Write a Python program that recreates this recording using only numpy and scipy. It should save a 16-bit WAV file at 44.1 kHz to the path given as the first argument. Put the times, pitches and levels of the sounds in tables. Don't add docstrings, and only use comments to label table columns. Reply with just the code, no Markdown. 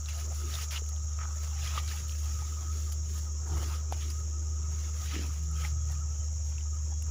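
import sys
import numpy as np
from scipy import signal
from scipy.fft import rfft, irfft
from scipy.io import wavfile
from scipy.ndimage import uniform_filter1d

SR = 44100
rng = np.random.default_rng(int(sys.argv[2]) if len(sys.argv) > 2 else 0)


def put_to_file(sound):
    columns = np.atleast_2d(sound).T
    safe = np.clip(columns, -1, 1)
    whole_steps = np.round(safe * 32767)
    wavfile.write(sys.argv[1], SR, whole_steps.astype(np.int16))


N = 313242
T = np.arange(N) / SR

# peak in seconds, span in seconds, stems in dB, leaves in dB.
PULLS = [(0.1, 0.04, -54.5, -72), (0.2, 0.095, -53, -61.5), (0.39, 0.077, -60, -61.5),
         (0.56, 0.11, -48, -56.5), (0.62, 0.05, -47.5, -55), (0.765, 0.035, -44, -58.5),
         (1.22, 0.1, -60, -81), (1.46, 0.14, -58.5, -65), (1.68, 0.11, -46, -58.5),
         (1.775, 0.045, -44, -57), (1.91, 0.052, -52, -64), (1.95, 0.13, -49.5, -58.5),
         (2.38, 0.38, -57, -63.5), (2.82, 0.15, -58, -63), (2.925, 0.0061, -53, -55),
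         (3.18, 0.11, -58, -62.5), (3.62, 0.1, -51.5, -59), (3.73, 0.085, -50.5, -60),
         (3.935, 0.016, -51, -64), (4.03, 0.086, -55, -64), (4.11, 0.037, -55, -63),
         (4.17, 0.084, -67, -67.5), (4.83, 0.13, -55.5, -66.5), (5.05, 0.085, -52.5, -60),
         (5.155, 0.089, -45, -62.5), (5.29, 0.24, -58, -66), (5.645, 0.074, -49, -59),
         (5.93, 0.078, -61.5, -70), (6.49, 0.045, -71, -69), (6.59, 0.082, -62.5, -77)]
STEMS_REST_DB, LEAVES_REST_DB, LEAVES_RECEDE_DB_PER_S = -66.5, -70.5, 4
# start in seconds, time to fall 60 dB in seconds, stems in dB, leaves in dB.
WHIPS = [(0.086, 0.23, -46.5, -63), (0.128, .3, -56, -68), (0.345, .3, -57, -63), (0.708, 0.29, -43, -52),
         (1.424, .2, -58, -64), (1.876, .2, -53, -67), (2.082, 0.31, -60, -57), (2.18, .2, -66, -58),
         (2.921, 0.092, -60, -54), (3.088, 0.25, -62, -71), (3.481, 0.23, -72, -72), (5.003, .2, -59, -63),
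         (5.262, 0.13, -53, -59), (5.429, .2, -67, -68), (5.565, .3, -57, -68)]
# peak in seconds, span in seconds, brushing in dB, bell in dB.
MOVES = [(0.36, 0.55, -60.5, -57.5), (0.57, 0.17, -59, -54.5), (0.76, 0.056, -57, -49),
         (0.95, 0.11, -63, -65), (1.235, 0.039, -56, -46), (1.43, 0.35, -59, -56), (1.68, 0.081, -56, -53),
         (1.77, 0.06, -47, -51), (1.95, 0.21, -60, -54.5), (2.41, 0.3, -65, -62), (2.65, 0.33, -65, -56.5),
         (3.16, 0.3, -67, -65), (3.6, 0.13, -48.5, -51.5), (3.74, .07, -61, -49), (4.03, 0.25, -58, -60.5),
         (4.4, 0.68, -75, -75.5), (4.83, 0.25, -58.5, -61), (5.02, 0.047, -57, -54),
         (5.15, 0.033, -55, -50), (5.28, 0.12, -61, -62), (5.63, 0.11, -57, -51.5),
         (5.93, 0.11, -64, -58.5), (6.05, 0.37, -83, -68), (6.75, 0.027, -65, -65), (7.09, 0.04, -60, -60)]
BRUSH_REST_DB, BELL_REST_DB = -63, -69
# frequency in Hz, level in dB per Hz.
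STEM_COLOUR = [(800, -22), (1500, -3.5), (2900, 0), (4500, -8.5), (5600, 1.5), (7000, -3.5), (9000, -55)]
LEAF_COLOUR = [(3000, -10.5), (5000, -0.5), (8300, -9), (10000, -3), (12000, -7.5), (13800, -12.5),
               (14500, -3.5), (16000, 3)]
BRUSH_COLOUR = [(300, -21), (480, -1), (800, 0), (1300, -3), (2200, -27)]
# start in seconds, level in dB, pitch in Hz, width in Hz, length in seconds.
SCRAPES = [(0.537, -49, 3340, 1780, .025), (0.584, -51, 2730, 1500, 0.04), (0.706, -49, 2320, 3000, .075),
           (0.758, -41.5, 3120, 1600, 0.028), (1.188, -51, 1900, 910, 0.0087),
           (1.2, -53.5, 1970, 1300, 0.051), (1.271, -59, 1460, 120, 0.049), (1.521, -60, 790, 143, 0.16),
           (1.591, -71, 2700, 300, 0.074), (1.61, -55, 3530, 300, 0.059), (1.647, -51, 2020, 900, 0.032),
           (1.777, -39.5, 3080, 1400, 0.017), (1.881, -46, 3880, 1800, 0.02), (1.933, -57, 855, 200, 0.044),
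           (2.213, -67, 805, 150, 0.13), (3.7, -52.5, 910, 400, 0.042), (4.007, -52, 3340, 1200, 0.053),
           (5.145, -55, 2300, 1810, 0.045), (5.154, -43, 3000, 2500, 0.0053),
           (3.924, -49, 3000, 4000, .012), (5.292, -57, 1200, 506, 0.024), (5.636, -49, 1890, 2500, 0.038),
           (5.645, -41, 1500, 2200, .008), (1.187, -54, 2600, 2000, .006), (1.208, -59, 2500, 1400, .035)]
# start in seconds, peak in dB, pitch in Hz, time for the ring to fall 60 dB in seconds,
# bright crack in dB relative to the peak.
TWIGS = [(0.0596, -31, 4000, 0.006, -11), (0.54, -29.5, 3850, 0.012, -15), (0.5536, -28, 3630, 0.01, -15),
         (0.7113, -37, 3700, 0.0098, -14), (0.761, -26.5, 2950, 0.013, -19),
         (0.7782, -24, 2800, 0.0063, -17), (0.9632, -35, 3270, 0.0036, -12), (2.033, -46, 4000, 0.004, -4),
         (1.6268, -35, 2760, 0.013, -14), (1.6742, -33.5, 3240, 0.028, -11),
         (1.7752, -32, 3050, 0.012, -22), (1.8781, -36, 4860, 0.014, -10), (1.914, -37, 1760, 0.033, -14),
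         (2.0947, -32, 2960, 0.0072, -12), (4.0284, -42, 2870, 0.011, -9), (4.1016, -34.5, 4940, 0.024, -4),
         (5.155, -24.5, 1970, 0.0053, -21), (5.6506, -26, 2150, 0.012, -19), (6.582, -37, 2650, 0.012, -27),
         (6.6084, -44, 2980, 0.015, -14), (7.0235, -44, 2800, 0.014, -2)]
KNOCKS = [
    (0.587, -36.5, 1260, 0.026, -20),
    (0.819, -40, 440, 0.04, -20),
    (1.189, -35, 1300, 0.02, -14),
    (1.214, -36, 1300, 0.028, -23),
    (1.254, -34.5, 1300, 0.025, -22),
    (1.418, -58, 1280, 0.018, -20),
    (1.738, -35, 1250, 0.016, -20),
    (1.777, -23.5, 1210, 0.045, -28),
    (1.784, -37, 1220, 0.016, -15),
    (3.924, -20.5, 754, 0.013, -8.5),
]
POPS = [
    (2.421, -41.5, 860, 0.042, -30),
    (5.65, -40.5, 830, 0.047, -26),
]
# start in seconds, peak in dB, pitch in Hz.
SPLINTERS = [(0.0862, -37, 3530), (0.3441, -45, 2010), (0.585, -34, 2970), (0.6898, -40, 3700),
             (0.7274, -36, 2900), (0.8114, -43, 2980), (0.863, -37, 2540), (0.8909, -33, 4710),
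             (1.0321, -47, 4780), (1.4182, -43, 2110), (1.6437, -37, 2120), (1.8864, -35, 3930),
             (2.1221, -31, 2790), (2.7287, -48, 2590), (2.8733, -35, 4160), (2.9307, -41, 4770),
             (3.1657, -44, 1520), (3.631, -39, 3200), (3.922, -45, 2640), (4.083, -38, 2380),
             (4.8082, -38, 4800), (4.983, -41, 2590), (5.1238, -38, 1990), (5.2624, -37, 3900),
             (5.2894, -47, 3560), (5.427, -48, 3230), (5.5643, -47, 1700), (5.8915, -49, 2100),
             (7.068, -42, 1640)]
# start in seconds, peak in dB, pitch in Hz.
TICKS = [(0.091, -34, 10300), (0.1286, -56, 9510), (0.5033, -43, 11300), (0.5392, -41, 11300),
         (0.5831, -38, 11800), (0.62, -35, 9910), (0.7108, -41, 10500), (0.8624, -40, 10600),
         (0.891, -32.5, 11200), (1.7759, -52, 8880), (2.923, -33, 9900), (3.1847, -33, 9830),
         (3.482, -39, 10450), (3.6262, -45, 10500), (3.924, -44, 10700), (4.103, -30, 9570),
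         (5.0045, -49, 9080), (5.0564, -36, 9710), (5.3398, -39, 10030), (5.4321, -47, 11790),
         (5.513, -38, 11300), (5.9174, -36, 11500), (6.325, -45, 10500), (6.6665, -59, 8590),
         (6.771, -47, 9210), (6.8109, -51, 10900), (7.023, -31, 10300)]
# start in seconds, peak in dB.
FLECKS = [(0.3461, -39), (0.9607, -60), (1.0326, -58), (1.3259, -53), (1.4242, -47), (1.5514, -49),
          (1.8756, -45), (1.9604, -37), (2.0812, -47), (2.2244, -43), (2.3072, -51), (2.5222, -48),
          (3.0879, -53), (3.3233, -50), (4.0008, -51), (4.1889, -51), (4.2527, -52), (4.5555, -63),
          (4.6543, -56), (4.9746, -48), (5.224, -46), (5.2644, -46), (5.3946, -58), (5.8207, -52),
          (5.879, -56), (6.0611, -65), (6.4313, -56), (6.7516, -52), (6.9117, -56)]
# time in seconds, effort in dB.
SNORT = [
    (5.12, -64),
    (5.145, -43),
    (5.19, -41),
    (5.23, -46.5),
    (5.3, -61),
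]
# frequency in Hz, width in Hz, level in dB.
NOSTRILS = [(282, 120, 20), (400, 66, -6), (227, 100, 10)]
BELL_HZ, BELL_WIDTH = 1263, 80
# start in seconds, length in seconds, level in dB, pitch in Hz.
RINGS_FIRST = [(0.887, 0.043, -59, 1260), (0.997, 0.036, -59, 1262)]
RINGS_EARLY = [(2.289, 0.038, -54, 1286), (2.369, 0.069, -54, 1244), (2.488, 0.033, -72, 1270),
               (2.573, 0.033, -54, 1255), (2.604, 0.061, -66, 1237), (2.669, 0.051, -55, 1263),
               (2.75, 0.057, -56, 1300), (2.861, 0.035, -52, 1246), (2.898, 0.039, -58, 1280),
               (3.154, 0.044, -53.5, 1237), (3.262, 0.043, -55, 1257)]
RINGS_MIDDLE = [(4.129, 0.096, -56, 1240), (4.226, 0.028, -61, 1252), (4.32, 0.081, -57, 1259),
                (4.452, 0.03, -55, 1276), (4.512, 0.029, -57, 1269), (4.556, 0.031, -59, 1249),
                (4.645, 0.042, -55, 1259), (4.773, 0.035, -57, 1254), (4.827, 0.046, -65, 1255),
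                (4.871, 0.046, -65, 1254)]
RINGS_FIFTH = [(5.206, 0.083, -58, 1265), (5.291, 0.041, -58, 1283), (5.493, 0.045, -56, 1285),
               (5.564, 0.047, -57, 1279)]
RINGS_LATE = [(5.715, 0.025, -57, 1267), (5.753, 0.032, -65, 1247), (5.964, 0.08, -56.5, 1260),
              (6.085, 0.046, -60, 1271), (6.219, 0.029, -59, 1276), (6.653, 0.034, -60.5, 1235),
              (6.726, 0.05, -54, 1252), (7.062, 0.042, -65, 1236)]
RING_EDGE_S = 0.012
# frequency in Hz, level in dB per Hz.
CHORUS = [(4500, -42), (5250, -6), (5650, -5.5), (6200, -2), (6570, -3), (7200, 0), (7700, -9.5),
          (8300, -37)]
# time in seconds, pulses per second.
PULSES = [(0, 103), (1.25, 103), (1.35, 93.1), (7.1, 93.1)]
# frequency in Hz, width in Hz, level in dB.
SINGERS = [
    (5622, 154, -6),
    (5827, 220, -7.5),
    (6587, 210, 0.5),
    (7050, 460, -6),
    (7360, 160, -16),
]
# time in seconds, level in dB.
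HUM = [(0.0, -36), (0.43, -33), (0.67, -36), (0.95, -33.5), (1.2, -34), (1.8, -33), (2.03, -35),
       (2.27, -31.5), (2.6, -35.5), (2.72, -32), (3.47, -34), (3.6, -31.5), (3.93, -33.5), (4.72, -32),
       (5.04, -34), (5.79, -31), (6.11, -33), (7.1, -32)]
HUM_HZ = 74.96
# multiple of a third of the hum's pitch, level in dB.
SHAFT = [(2, -71), (4, -72), (5, -62), (6, -62), (7, -71.5)]
# time in seconds, pitch in Hz, level in dB.
VEHICLE = [
    [(2.45, 176, -68), (2.7, 176, -62), (3.2, 176, -58.5), (3.8, 177, -64), (4.0, 170.3, -88),
     (4.2, 174.3, -55), (4.45, 174, -69)],
    [(4.45, 172, -84), (4.6, 175.2, -53.5), (5.0, 175, -58.5), (5.3, 164.5, -56.5), (5.5, 161.6, -46.5),
     (5.7, 158.6, -50), (5.85, 154, -72)],
    [(5.6, 146.2, -62), (5.8, 147, -50), (6.05, 134.6, -49), (6.25, 130, -73)],
    [(5.55, 125, -81), (5.75, 119.8, -43.5), (6.0, 111.3, -51), (6.2, 107, -62)],
    [(3.55, 219, -71), (3.9, 219, -66), (4.1, 218, -70)],
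]
# peak in seconds, span in seconds, rumble in dB, murmur in dB.
SURGES = [
    (0.457, 0.072, -62, -56.5),
    (0.28, 0.076, -62, -59),
    (1.78, 0.071, -45, -64),
    (3.56, 0.076, -38, -49),
    (3.57, 2.4, -64, -64),
    (6.75, 0.18, -62, -67),
    (4.58, 1.4, -59.5, -62.5),
    (6.13, 0.98, -45.5, -81),
    (7.1, 0.065, -36.5, -72),
]
# frequency in Hz, level in dB per Hz.
RUMBLE_COLOUR = [(12, -6), (25, 3), (42, -24), (62, 8), (95, 10), (170, -2.5), (260, -16.5), (500, -48)]
MURMUR_COLOUR = [(190, 3), (250, 0.5), (330, 10.5), (420, 6.5), (560, -35)]
AIR_COLOUR = [(200, -10), (500, 5), (1000, -12), (4500, -10.5), (8300, -14.5), (13800, -21.5), (14500, -9),
              (16000, -13)]
# start in seconds, length in seconds, start in Hz, end in Hz, level in dB.
BIRD = [
    (5.777, 0.093, 3260, 3410, -69),
    (5.903, .04, 3480, 3670, -64),
    (6.185, 0.051, 3120, 3040, -64.5),
    (6.878, 0.14, 3400, 3260, -69),
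]


def gain_of(db):
    return 10 ** (np.asarray(db) / 20)


def white():
    return rng.standard_normal(N)


def evened(x):
    return x / np.sqrt(np.mean(x ** 2) + 1e-20)


def curves(rows, t=T):
    s, *columns = np.transpose(rows)
    return [np.interp(t, s, column) for column in columns]


def colour(x, points):
    f, db = np.transpose(points)
    hz = np.fft.rfftfreq(len(x), 1 / SR)
    shape_db = np.interp(np.log(hz + 1), np.log(f), db, -120, -120)
    return evened(irfft(rfft(x) * gain_of(shape_db), len(x)))


def drift(hz):
    f = np.fft.rfftfreq(N, 1 / SR)
    return evened(irfft(rfft(white()) / (1 + (f / hz) ** 2), N))


def resonate(x, hz, width):
    r = np.exp(-np.pi * width / SR)
    return 2 * signal.lfilter([1 - r], [1, -r * np.exp(2j * np.pi * hz / SR)], x).real


def resonate_twice(x, hz, width, second_width):
    return resonate(resonate(x, hz, width), hz, second_width)


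def add(mix, s, sound):
    part = mix[round(s * SR):][:len(sound)]
    part += sound[:len(part)]


def tone(hz):
    return np.sqrt(2) * np.sin(2 * np.pi * np.cumsum(hz) / SR)


def patchy(x, db, bins, frames):
    z = signal.stft(x, nperseg=512, noverlap=384)[2]
    field = uniform_filter1d(rng.standard_normal(z.shape), bins, 0)
    field = uniform_filter1d(field, frames, 1)
    return evened(signal.istft(z * gain_of(db * evened(field)), nperseg=512, noverlap=384)[1][:N])


def swells(rows, *rest_db):
    s, span, *peaks_db = np.transpose(rows)[:, :, None]
    t = T[::64]
    late = (t - s) / np.clip(span, 0.005, 9)
    late = np.where(late < 0, -late / 1.44, late)
    fall_db = 14 * late ** 1.69
    levels = []
    for db, rest in zip(peaks_db, rest_db):
        power = gain_of(2 * rest) + gain_of(2 * (db - fall_db)).sum(0)
        levels.append(np.interp(T, t, 10 * np.log10(power)))
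    return levels


def whipped(db, column):
    power, t = np.zeros(N), np.arange(12000) / SR
    for row in WHIPS:
        add(power, row[0], gain_of(2 * (row[column] - 60 * t / np.clip(row[1], 0.03, 0.6))))
    return 10 * np.log10(gain_of(2 * db) + power)


def crackle(per_s, spread_db, hiss, lo_hz, hi_hz, sharp, dry):
    size = gain_of(spread_db * np.minimum(rng.exponential(1, N), 3.2))
    size = size * (rng.random(N) < per_s / SR)
    fibre = rng.integers(0, 9, N)
    rings = np.zeros(N)
    for k, hz in enumerate(np.geomspace(lo_hz, hi_hz, 9)):
        rings += evened(resonate(size * (fibre == k), hz, hz / sharp)) * np.sqrt(hz / hi_hz)
    return evened(rings) + dry * evened(size * white()) + hiss * white()


def scrub():
    stems_db, leaves_db = swells(PULLS, STEMS_REST_DB, LEAVES_REST_DB - LEAVES_RECEDE_DB_PER_S * T[::64])
    stems_db, leaves_db = whipped(stems_db, column=2), whipped(leaves_db, column=3)
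    brush_db = swells(MOVES, BRUSH_REST_DB)[0]
    flicker = drift(27)
    fibres = crackle(800, 2.2, hiss=3.2, lo_hz=1490, hi_hz=5700, sharp=6, dry=1.0)
    fibres = fibres + 0.44 * crackle(90, 4.4, hiss=0, lo_hz=1670, hi_hz=4650, sharp=25, dry=0.1)

    stems = patchy(colour(fibres, STEM_COLOUR), 3.3, bins=2, frames=17)
    stems = stems * gain_of(stems_db + 1.2 * flicker)

    leaves = crackle(2300, 6.8, hiss=4.5, lo_hz=6300, hi_hz=16000, sharp=1.9, dry=0.31)
    leaves = patchy(colour(leaves + 0.5 * fibres, LEAF_COLOUR), 1.9, bins=5, frames=9)
    leaves = leaves * gain_of(leaves_db + 7.5 + 1.15 * flicker)

    brush = patchy(colour(white() + 0.39 * fibres, BRUSH_COLOUR), 4, bins=2, frames=19)
    brush = brush * gain_of(brush_db - 3.5 + 2.6 * flicker)
    return stems + leaves + brush


def scrapes():
    out = np.zeros(N)
    draws = rng.standard_normal((len(SCRAPES), 2, 8000))
    for (s, db, hz, width, length), (noise, slips) in zip(SCRAPES, draws):
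        grain = noise * gain_of(1.3 * evened(uniform_filter1d(slips, size=60)))
        t = np.arange(min(round(length * SR), 8000)) / SR
        shape = np.minimum(t / 0.0013, 1) * np.minimum((length - t) / (0.36 * length), 1)
        stem = evened(resonate_twice(grain, hz, width, 0.65 * width))[-len(t):]
        add(out, s, gain_of(db) * stem * shape)
    return out


def twigs():
    out, t = np.zeros(N), np.arange(2600) / SR
    rows = [*KNOCKS, *TWIGS, *POPS]
    rows += [(s, db - 2, hz, 0.0035, -3) for s, db, hz in SPLINTERS]
    noises = rng.standard_normal((len(rows), 2600))
    for (s, db, hz, t60, crack_db), noise in zip(rows, noises):
        fall = gain_of(-60 * t / np.clip(t60, 0.003, 0.08))
        ring = np.sin(2 * np.pi * hz * t) + 0.067 * evened(resonate(noise, hz, 0.69 * hz))
        crack = gain_of(crack_db - 60 * t / 0.0018) * noise
        add(out, s, gain_of(db) * (ring * fall * np.minimum(t / 0.00046, 1) + crack))
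    return out


def ticks():
    out, t = np.zeros(N), np.arange(900) / SR
    rows = [*TICKS, *((s, db + 4.5, 11000) for s, db in FLECKS)]
    for (s, db, hz), noise in zip(rows, rng.standard_normal((len(rows), 900))):
        burst = evened(resonate_twice(noise, hz, 3500, 5000)) + 0.35 * evened(resonate(noise, 15000, 1500))
        add(out, s, gain_of(db - 15.5 - 60 * t / 0.031) * burst)
    return out


def snort():
    turns = np.cumsum(95 * (1 + 0.46 * drift(40))) / SR
    flaps = np.diff(np.floor(turns), prepend=0) * gain_of(3.2 * white())
    drive = evened(flaps) + 1.3 * white()
    nose = sum(gain_of(db) * resonate_twice(drive, hz, width, width) for hz, width, db in NOSTRILS)
    inside = (T > SNORT[0][0]) & (T < SNORT[-1][0])
    return gain_of(curves(SNORT)[0]) * nose / np.std(nose[inside]) * inside


def bell():
    noise = white()
    cavity = evened(resonate_twice(noise, BELL_HZ, BELL_WIDTH, 1.1 * BELL_WIDTH))
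    skirt = 0.5 * evened(resonate_twice(noise, BELL_HZ, 330, 420))
    bell_db = swells(MOVES, BRUSH_REST_DB, BELL_REST_DB)[1]
    return gain_of(bell_db - 3.5 + 1.0 * drift(14)) * (cavity + skirt)


def rings():
    out, waver = np.zeros(N), drift(31)
    for s, length, db, hz in [*RINGS_FIRST, *RINGS_FIFTH, *RINGS_EARLY, *RINGS_MIDDLE, *RINGS_LATE]:
        t = np.arange(0, length + RING_EDGE_S, 1 / SR)
        edge = np.clip(np.minimum(t, t[-1] - t) / RING_EDGE_S, 0, 1)
        wobble = waver[round(s * SR):][:len(t)]
        level = gain_of(db - 3 + 1.4 * wobble) * edge[:len(wobble)]
        add(out, s - RING_EDGE_S / 2, level * tone(hz + 30 * wobble))
    return out


def cicadas():
    turns = np.cumsum(curves(PULSES)[0] + 0.5 * drift(2)) / SR
    gate = np.exp(-(turns % 1) / 0.51) + 0.5 * np.exp(-(3 * turns % 1) / 0.23)
    near = colour(gate * white(), CHORUS) * gain_of(-3 + 2 * drift(1.5))
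    far = patchy(colour(white(), CHORUS), 1.0, bins=3, frames=41)
    for hz, width, db in SINGERS:
        buzz = resonate_twice((0.63 + gate) * white(), hz, width, width)
        far = far + gain_of(db + 0.59 * drift(1.0)) * evened(buzz)
    throb = np.sin(2 * np.pi * 20.6 * T) * (T < 1.4)
    sway_db = 0.24 * np.cos(np.pi * (T - 0.8) / 4.5) + 0.5 * drift(2.8)
    return gain_of(-46.5 + sway_db) * evened((near + far) * (1 + 0.21 * throb))


def machines():
    hz = HUM_HZ + 0.56 * drift(3.18)
    out = gain_of(curves(HUM)[0]) * tone(hz)
    for k, order_db in SHAFT:
        order_hz = k * hz / 3 + 1.45 * drift(7.5)
        out = out + gain_of(order_db + 0.63 * drift(4.2)) * tone(order_hz)
    for strand in VEHICLE:
        hz, db = curves(strand)
        out = out + gain_of(db) * tone(hz) * (T > strand[0][0]) * (T < strand[-1][0])
    rumble_db, murmur_db = swells(SURGES, -48, -72)
    out = out + gain_of(murmur_db + 2.2 * drift(6.8)) * colour(white(), MURMUR_COLOUR)
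    return out + gain_of(rumble_db - 2.5 + 2.8 * drift(3.3)) * colour(white(), RUMBLE_COLOUR)


def bird():
    out = np.zeros(N)
    for s, length, from_hz, to_hz, db in BIRD:
        hz = np.linspace(from_hz, to_hz, round(length * SR))
        add(out, s, gain_of(db) * tone(hz) * np.hanning(len(hz)))
    return out


def still_air():
    return gain_of(-64.5 + 1.8 * drift(14)) * colour(white(), AIR_COLOUR)


def scene():
    cow = scrub() + scrapes() + twigs() + ticks() + snort() + bell() + rings()
    background = cicadas() + machines() + bird() + still_air()
    mono = cow + background
    return np.array([mono, mono])


def band_limit(x):
    return signal.sosfilt(signal.butter(12, 16860, fs=SR, output="sos"), x)


def record(dry):
    low_pass = signal.firwin(511, 15560, window=("kaiser", 8), fs=SR)
    cut = signal.oaconvolve(dry, low_pass[None], "same")
    trace = cut[0] - 0.7 * resonate(cut[0], 75, 25)
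    trace = trace - 0.6 * resonate(cut[0], 6400, 2500)
    trace = trace + 2 * resonate(cut[0], 13000, 6000)
    stray = gain_of(-40 + 7 * drift(8.2)) * np.roll(trace, 90) * drift(16)
    return band_limit(cut + np.array([stray, -stray]))


dry = scene()
out = record(dry)
put_to_file(out)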